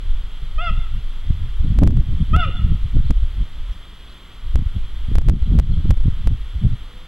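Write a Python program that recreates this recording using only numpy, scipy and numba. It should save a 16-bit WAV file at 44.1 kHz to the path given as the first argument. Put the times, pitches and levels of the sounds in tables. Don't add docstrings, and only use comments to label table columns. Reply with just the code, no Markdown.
import sys
import numpy as np
from scipy import signal
from scipy.fft import rfft, irfft, next_fast_len
from scipy.io import wavfile
from scipy.ndimage import uniform_filter1d, map_coordinates
from numba import njit

SR = 44100
rng = np.random.default_rng(int(sys.argv[2]) if len(sys.argv) > 2 else 0)


def master_out(mix):
    frames = np.transpose(np.atleast_2d(mix))
    ceiling = np.clip(frames, -1, 1)
    pcm = np.round(ceiling * 32767).astype(np.int16)
    wavfile.write(sys.argv[1], SR, pcm)


N = 311787

# t/s, rumble level/dB
BREEZE = [(0, -19), (.12, -14.5), (.27, -26.5), (.7, -16.5), (1.15, -24.5), (1.52, -23), (1.64, -15.5),
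          (2.1, -20), (2.85, -20), (3.19, -12), (3.4, -25.5), (3.75, -24), (3.9, -43.5), (4.41, -34),
          (4.56, -16.5), (4.92, -25), (5.2, -13), (5.7, -22), (6.1, -14.5), (6.45, -26), (7.07, -34.5)]
MODERATE_BREEZE_DB = -11.5


def cheetah():
    # t/s, length/s, rise time/s, start f/Hz, top f/Hz, end f/Hz, roughness (0 to 1)
    calls = [(0.574, .146, .06, 612, 709, 622, .36), (2.325, .185, .059, 612, 731, 500, 1)]
    # level/dB, opening push/dB, widest after/s, gain when widest/dB, brightness/dB
    mouths = [(-33, 3, 0.1, 5.5, 2.5), (-30.5, 8, 0.093, 6, -0.5)]
    return sum(chirp(*call, *mouth) for call, mouth in zip(calls, mouths))


def chirp(start, length, rise, start_hz, top_hz, end_hz, rough,
          level_db, push_db, widest_s, gape_db, bright_db, shut_s=0.128):
    # f/Hz, gain/dB
    throat = [(500, -13.5), (700, -5.5), (1000, 3.5), (1230, -1), (1320, 2.5), (1460, -1.5), (1650, -6),
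              (1900, -18), (2080, -12.5), (2250, -15.5), (2520, -13), (2800, -8), (2950, -11.5),
              (3250, -14.5), (3550, -13), (3850, -40), (4200, -30), (4500, -41), (4850, -23.5), (5200, -33),
              (5650, -41), (6000, -59)]
    # f/Hz, level/dB per Hz
    breath_spectrum = [(500, -26), (2300, -21), (2850, 3), (3020, -17), (3330, -13), (3600, -7),
                       (3800, -33), (5000, -26), (7000, -38)]
    since_start = clock() - start
    calling = (since_start > 0) & (since_start < length)
    t = since_start[calling]
    envelope = amp(level_db) * ease(t / 0.014) ** 2 * ease((length - t) / 0.026)
    opening_db = push_db * bump(t, 0.018, 0.016)
    gape = bump(t, widest_s, 0.044)
    shut = ease((t - shut_s) / 0.013)
    hoarse = rough * bump(t, 0.103, 0.045)

    def stumble():
        return hoarse * wobble(70, t)

    pitch = start_hz + (top_hz - start_hz) * ease(t / rise)
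    pitch += (end_hz - top_hz) * ease((t - rise) / (length - rise))
    jitter = 0.0065 * rough * (0.2 + gape) * wobble(413, t)
    pitch *= 1 + jitter + 0.011 * stumble()
    phase = 2 * np.pi * np.cumsum(pitch) / SR
    swell_db = 6.5 * bump(t, 0.066, 0.02)
    crack_db = -9 * rough * bump(t, shut_s, 0.014) + 1.6 * stumble()
    voice = amp(along(throat, pitch) + swell_db + crack_db + 5 * shut) * np.sin(phase)
    for k in range(2, 9):
        shimmer_db = 1.7 * rough * (0.18 + gape) * wobble(221, t)
        flutter_db = min(k, 4) / 2 * (shimmer_db + 1.6 * stumble())
        flutter_db += 1.6 * wobble(70, t)
        mouth_db = gape_db * gape - 29 * shut + bright_db * (k > 2)
        mouth_db -= 12 * (1 - gape + hoarse / 2) * (k > 5)
        voice += amp(along(throat, k * pitch) + opening_db + flutter_db + mouth_db) * np.sin(k * phase)
        halfway_db = -21 + k + along(throat, (k + 0.5) * pitch) + mouth_db
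        voice += amp(halfway_db) * stumble() * np.sin((k + 0.5) * phase)
    puffs = 1 + np.cos(phase) / 2
    rasp = amp(-8.5) * hoarse * noise(breath_spectrum)[calling] * puffs
    out = np.zeros(N)
    out[calling] = envelope * (np.sqrt(2) * voice + rasp)
    return out


def enclosure(sound, tail_db=-16):
    # delay/s, level/dB, smear time/s
    echoes = [(.028, -11.5, 0.0044), (0.049, -16.5, 0.0079), (.158, -16.5, 0.013)]
    # f/Hz, time to fade by 60 dB/s
    fade_times = [(500, 0.58), (1400, 0.86), (3000, 1), (6000, 0.29)]
    # f/Hz, gain/dB
    echo_colour = [(600, -6.5), (1280, -3.5), (1440, -2), (2150, 2), (2650, -1.5), (2880, 7), (3200, 0),
                   (3550, 6), (4300, 7.5), (4850, -5), (5300, 0), (6000, -4)]
    hz, t, bands = signal.stft(rng.standard_normal(SR), SR, nperseg=256)
    fade = amp(-60 * t / along(fade_times, hz)[:, None])
    build_up = 1 - np.exp(-t / 0.011)
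    tail = signal.istft(bands * fade * build_up, SR, nperseg=256)[1]
    response = amp(tail_db) * tail / np.linalg.norm(tail)
    t = np.arange(SR // 4) / SR
    for delay, db, smear_s in echoes:
        smear = rng.standard_normal(len(t)) * np.exp(-t / smear_s)
        response[int(delay * SR):][:len(t)] += amp(db) * smear / np.linalg.norm(smear)
    reflected = signal.fftconvolve(sound, response)[:N]
    return filtered(reflected, lambda hz: amp(along(echo_colour, hz)))


def wind(heave_db=3.0, ragged_db=3.2):
    # f/Hz, level/dB per Hz
    rumble_spectrum = [(8, -12), (20, 1.5), (32, -12), (48, -7.5), (65, -22), (100, -29), (250, -105),
                       (500, -120)]
    buffet_spectrum = [(35, -20), (62, -2), (85, -2), (120, -6.5), (155, -19), (220, -30), (500, -61),
                       (1500, -110)]
    eddy_spectrum = [(90, -22), (155, 6.5), (205, -2), (260, -8), (340, -18.5), (480, -29), (700, -37),
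                     (1200, -49), (3000, -104.5)]
    # t/s, half width/s, buffet level/dB, eddy level/dB
    gusts = [(0.436, 0.014, -28.5, -64), (0.72, 0.043, -25.5, -43), (.785, 0.0081, -22, -43),
             (.96, 0.03, -25.5, -45), (1.314, 0.055, -24, -54), (1.419, 0.061, -23.5, -61),
             (1.661, 0.025, -17.5, -23.5), (1.723, 0.011, -17, -23.5), (1.827, 0.012, -29, -5.5),
             (1.869, 0.072, -8.5, -14), (1.985, 0.032, -9.5, -25.5), (2.121, 0.05, -18, -30),
             (2.211, 0.025, -19, -25), (2.359, 0.049, -12.5, -22.5), (2.474, 0.038, -20, -33),
             (2.646, 0.099, -22, -32.5), (2.718, 0.036, -16, -28), (2.86, 0.013, -21.5, -46),
             (2.966, 0.026, -15, -25), (3.055, 0.015, -17.5, -39), (3.109, 0.0097, -11.5, -16),
             (3.401, 0.035, -26.5, -34.5), (4.58, 0.032, -16, -28), (4.764, 0.017, -25, -32.5),
             (5.175, 0.066, -16.5, -32), (5.301, 0.032, -4.5, -22.5), (5.348, 0.03, -24, -18),
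             (5.555, 0.078, -14.5, -21.5), (5.712, 0.04, -17, -26.5), (5.788, 0.028, -18, -29),
             (5.855, 0.0074, -17, -22.5), (5.909, 0.026, -7, -22), (6.07, 0.024, -14, -27),
             (6.2, .05, -36, -43), (6.569, 0.02, -21.5, -48), (6.3, 0.05, -17, -28),
             (6.652, 0.029, -17, -19.5), (6.72, 0.029, -19.5, -34)]
    t = clock()
    breeze_db, = curves(BREEZE, t)
    above_moderate_db = breeze_db - MODERATE_BREEZE_DB
    breeze_buffet = amp(-41.5 + 0.43 * above_moderate_db)
    breeze_eddies = amp(-55.5 + 0.094 * above_moderate_db)
    gust_buffet = np.sqrt(sum((amp(db) * bump(t, s, width)) ** 2 for s, width, db, _ in gusts))
    gust_eddies = np.sqrt(sum((amp(db) * bump(t, s, width)) ** 2 for s, width, _, db in gusts))
    rumble = np.hypot(amp(breeze_db), amp(3) * gust_buffet) * even(noise(rumble_spectrum), 0.16)
    buffet = np.hypot(breeze_buffet, gust_buffet) * even(noise(buffet_spectrum), 0.077)
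    eddies = np.hypot(breeze_eddies, gust_eddies) * even(noise(eddy_spectrum), 0.039)
    rumble *= amp(heave_db * wobble(12, t))
    eddies *= amp(ragged_db * wobble(110, t))
    flow = saturate(rumble, 0.45) + buffet + eddies + thumps(t)
    return add_surges(saturate(flow, 0.68), t)


def thumps(t):
    # t/s, half width/s, peak level/dB
    lone_eddies = [(.715, 0.0027, -18.5), (1.306, 0.003, -5), (1.606, 0.0054, -8), (1.706, 0.0027, -10),
                   (1.8239, 0.002, -2), (1.916, 0.005, -4), (2.226, 0.0024, -12.5), (2.648, 0.004, -5),
                   (2.969, 0.0032, -8.5), (3.002, 0.0029, -10), (3.17, 0.0092, -4.5), (3.229, 0.007, -4),
                   (4.591, .0025, -19.5), (4.623, 0.0022, -15), (4.666, 0.0047, -9.5),
                   (4.767, 0.004, -13.5), (5.087, 0.0024, -17.5), (5.117, 0.0012, -20.5),
                   (5.554, 0.0018, -12), (5.848, 0.0026, -11), (6.058, 0.0017, -15), (6.083, 0.0022, -5),
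                   (6.13, 0.0031, -19.5), (6.292, 0.0035, -8.5), (6.333, 0.0052, -13),
                   (6.651, 0.0024, -7.5), (6.668, 0.0027, -8.5)]
    return sum(amp(db) * np.sqrt(2 * np.e) * (t - s) / width * bump(t, s, width)
               for s, width, db in lone_eddies)


def add_surges(flow, t, same_way_s=0.007):
    # t/s, pressure (1 = full scale), half width/s
    surges = [(1.7900, .87, .004), (1.8368, 1.05, .0035), (1.8764, 1.22, .004), (1.9084, .55, .005),
              (1.9714, .97, .004), (2.0034, .85, .005), (2.3653, .97, .002), (3.1100, .86, .004),
              (4.5590, .86, .005), (5.1568, .86, .006), (5.1855, 1.15, .004), (5.2165, .6, .008),
              (5.2880, 1.06, .004), (5.2982, 1.47, .0035), (5.4253, .75, .005), (5.5904, .88, .0035),
              (5.5995, 1.21, .0035), (5.9078, .92, .003), (5.9118, 1.24, .0025), (5.9748, .7, .006),
              (6.0068, .65, .006), (6.0388, .5, .005), (6.2756, .91, .005)]
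    gaps = np.diff([row[0] for row in surges], prepend=0)
    directions = (-1) ** np.cumsum(gaps > same_way_s)
    for direction, (s, pressure, width) in zip(directions, surges):
        near = slice(int((s - 4 * width) * SR), int((s + 4 * width) * SR))
        flow[near] += bump(t[near], s, width) * (direction * pressure - flow[near])
    return flow


def birds(length_s=0.037, pitch_fall=0.083):
    # middle t/s, start f/Hz, level/dB
    peeps = [(3.054, 4300, -53), (3.18, 3110, -54), (3.73, 5600, -63), (4.099, 4350, -53),
             (5.44, 4150, -53), (5.464, 3250, -47), (5.722, 4270, -53), (5.741, 3430, -43.5)]
    out, size = np.zeros(N), int(length_s * SR)
    t = np.arange(size) / SR
    for s, start_hz, db in peeps:
        pitch = start_hz * (1 - pitch_fall * t / length_s) * (1 + 0.036 * wobble(202, t))
        peep = amp(db) * np.sqrt(2) * np.hanning(size) * tone(pitch)
        out[int((s - length_s / 2) * SR):][:size] += peep
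    return out


def background(air_db=-48.0, leaves_db=-53.5, drone_db=-60, hum_db=-54.5, hum_hz=495):
    # f/Hz, level/dB per Hz
    air_spectrum = [(240, -5.5), (400, -5), (504, -9), (545, -7.5), (655, -11.5), (708, -8.5), (765, -10.5),
                    (1290, -4), (1730, -10.5), (1870, -7), (2670, -11), (3310, -3.5), (4400, -15.5),
                    (5500, -23.5), (10000, -26.5), (16000, -28)]
    leaf_spectrum = [(2200, -13.5), (2800, -5.5), (3250, 4), (3550, -2), (3900, -51), (5000, -26)]
    drone_spectrum = [(60, -64), (150, 15.5), (300, 14), (420, -26), (600, -21), (1000, -56)]
    t = clock()
    stir_db = 0.016 * (curves(BREEZE, t)[0] - MODERATE_BREEZE_DB)
    air = amp(air_db + 0.054 * wobble(1.7, t)) * noise(air_spectrum)
    leaves = amp(leaves_db + 1.1 * wobble(14, t)) * noise(leaf_spectrum)
    hum_pitch = hum_hz * (1 + 0.0143 * wobble(24, t))
    hum = amp(hum_db) * bump(t, centre=6.97, width=0.1) * tone(hum_pitch)
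    drone = amp(drone_db) * noise(drone_spectrum)
    return amp(stir_db) * (air + leaves) + drone + hum


def amp(db):
    return 10 ** (np.asarray(db) / 20)


def unit(x):
    return x / np.sqrt(np.mean(x ** 2) + 1e-20)


def along(points, hz):
    frequencies, values = np.transpose(points)
    return np.interp(np.log(hz + 1), np.log(frequencies + 1), values)


def clock():
    return np.arange(N) / SR


def curves(rows, t):
    times, *columns = np.transpose(rows)
    return [np.interp(t, times, column) for column in columns]


def bump(t, centre, width):
    return np.exp(-((t - centre) / width) ** 2)


def ease(u):
    return (1 - np.cos(np.pi * np.clip(u, 0, 1))) / 2


def wobble(rate, t):
    position = (t - t[0]) * rate
    return map_coordinates(rng.standard_normal(int(position[-1]) + 4), [position])


def tone(pitch):
    return np.sin(2 * np.pi * np.cumsum(pitch) / SR)


def filtered(x, response):
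    size = next_fast_len(N + SR // 2)
    return irfft(rfft(x, size) * response(np.fft.rfftfreq(size, 1 / SR)), size)[..., :N]


def noise(spectrum):
    return unit(filtered(rng.standard_normal(N), lambda hz: amp(along(spectrum, hz))))


def even(x, seconds):
    power = uniform_filter1d(np.abs(signal.hilbert(x)) ** 2, max(int(seconds * SR), 1))
    return unit(x / np.sqrt(np.abs(power) + 1e-9))


def saturate(x, top):
    return x / (1 + (x / top) ** 4) ** (1 / 4)


@njit
def gain_control(x, ceiling, drop_db, recovery_share, hold_s, creep_db_per_s):
    hold = int(hold_s * SR)
    out, cut_db, wait = np.zeros(len(x)), 0., hold
    for i in range(len(x)):
        wait -= 1
        cut_db = max(cut_db - creep_db_per_s / SR, 0.)
        if abs(x[i]) * 10 ** (-cut_db / 20) > ceiling:
            cut_db, wait = cut_db + drop_db, hold
        elif wait == 0:
            cut_db, wait = cut_db * (1 - recovery_share), hold
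        out[i] = x[i] * 10 ** (-cut_db / 20)
    return out


def scene(bird_echo_db=-1):
    calls, peeps = cheetah(), birds()
    echoes = enclosure(calls + amp(bird_echo_db) * peeps)
    sound = calls + peeps + echoes + wind() + background()
    return np.array([sound, sound])


def record(dry, top_hz=16000):
    left, right = [gain_control(channel, ceiling=0.8, drop_db=2.85, recovery_share=0.255,
                                hold_s=0.032, creep_db_per_s=5) for channel in dry]
    late_left = np.pad(left, (1, 0))[:N]
    return filtered(np.array([late_left, right]), lambda hz: hz < top_hz)


dry = scene()
out = record(dry)
master_out(out)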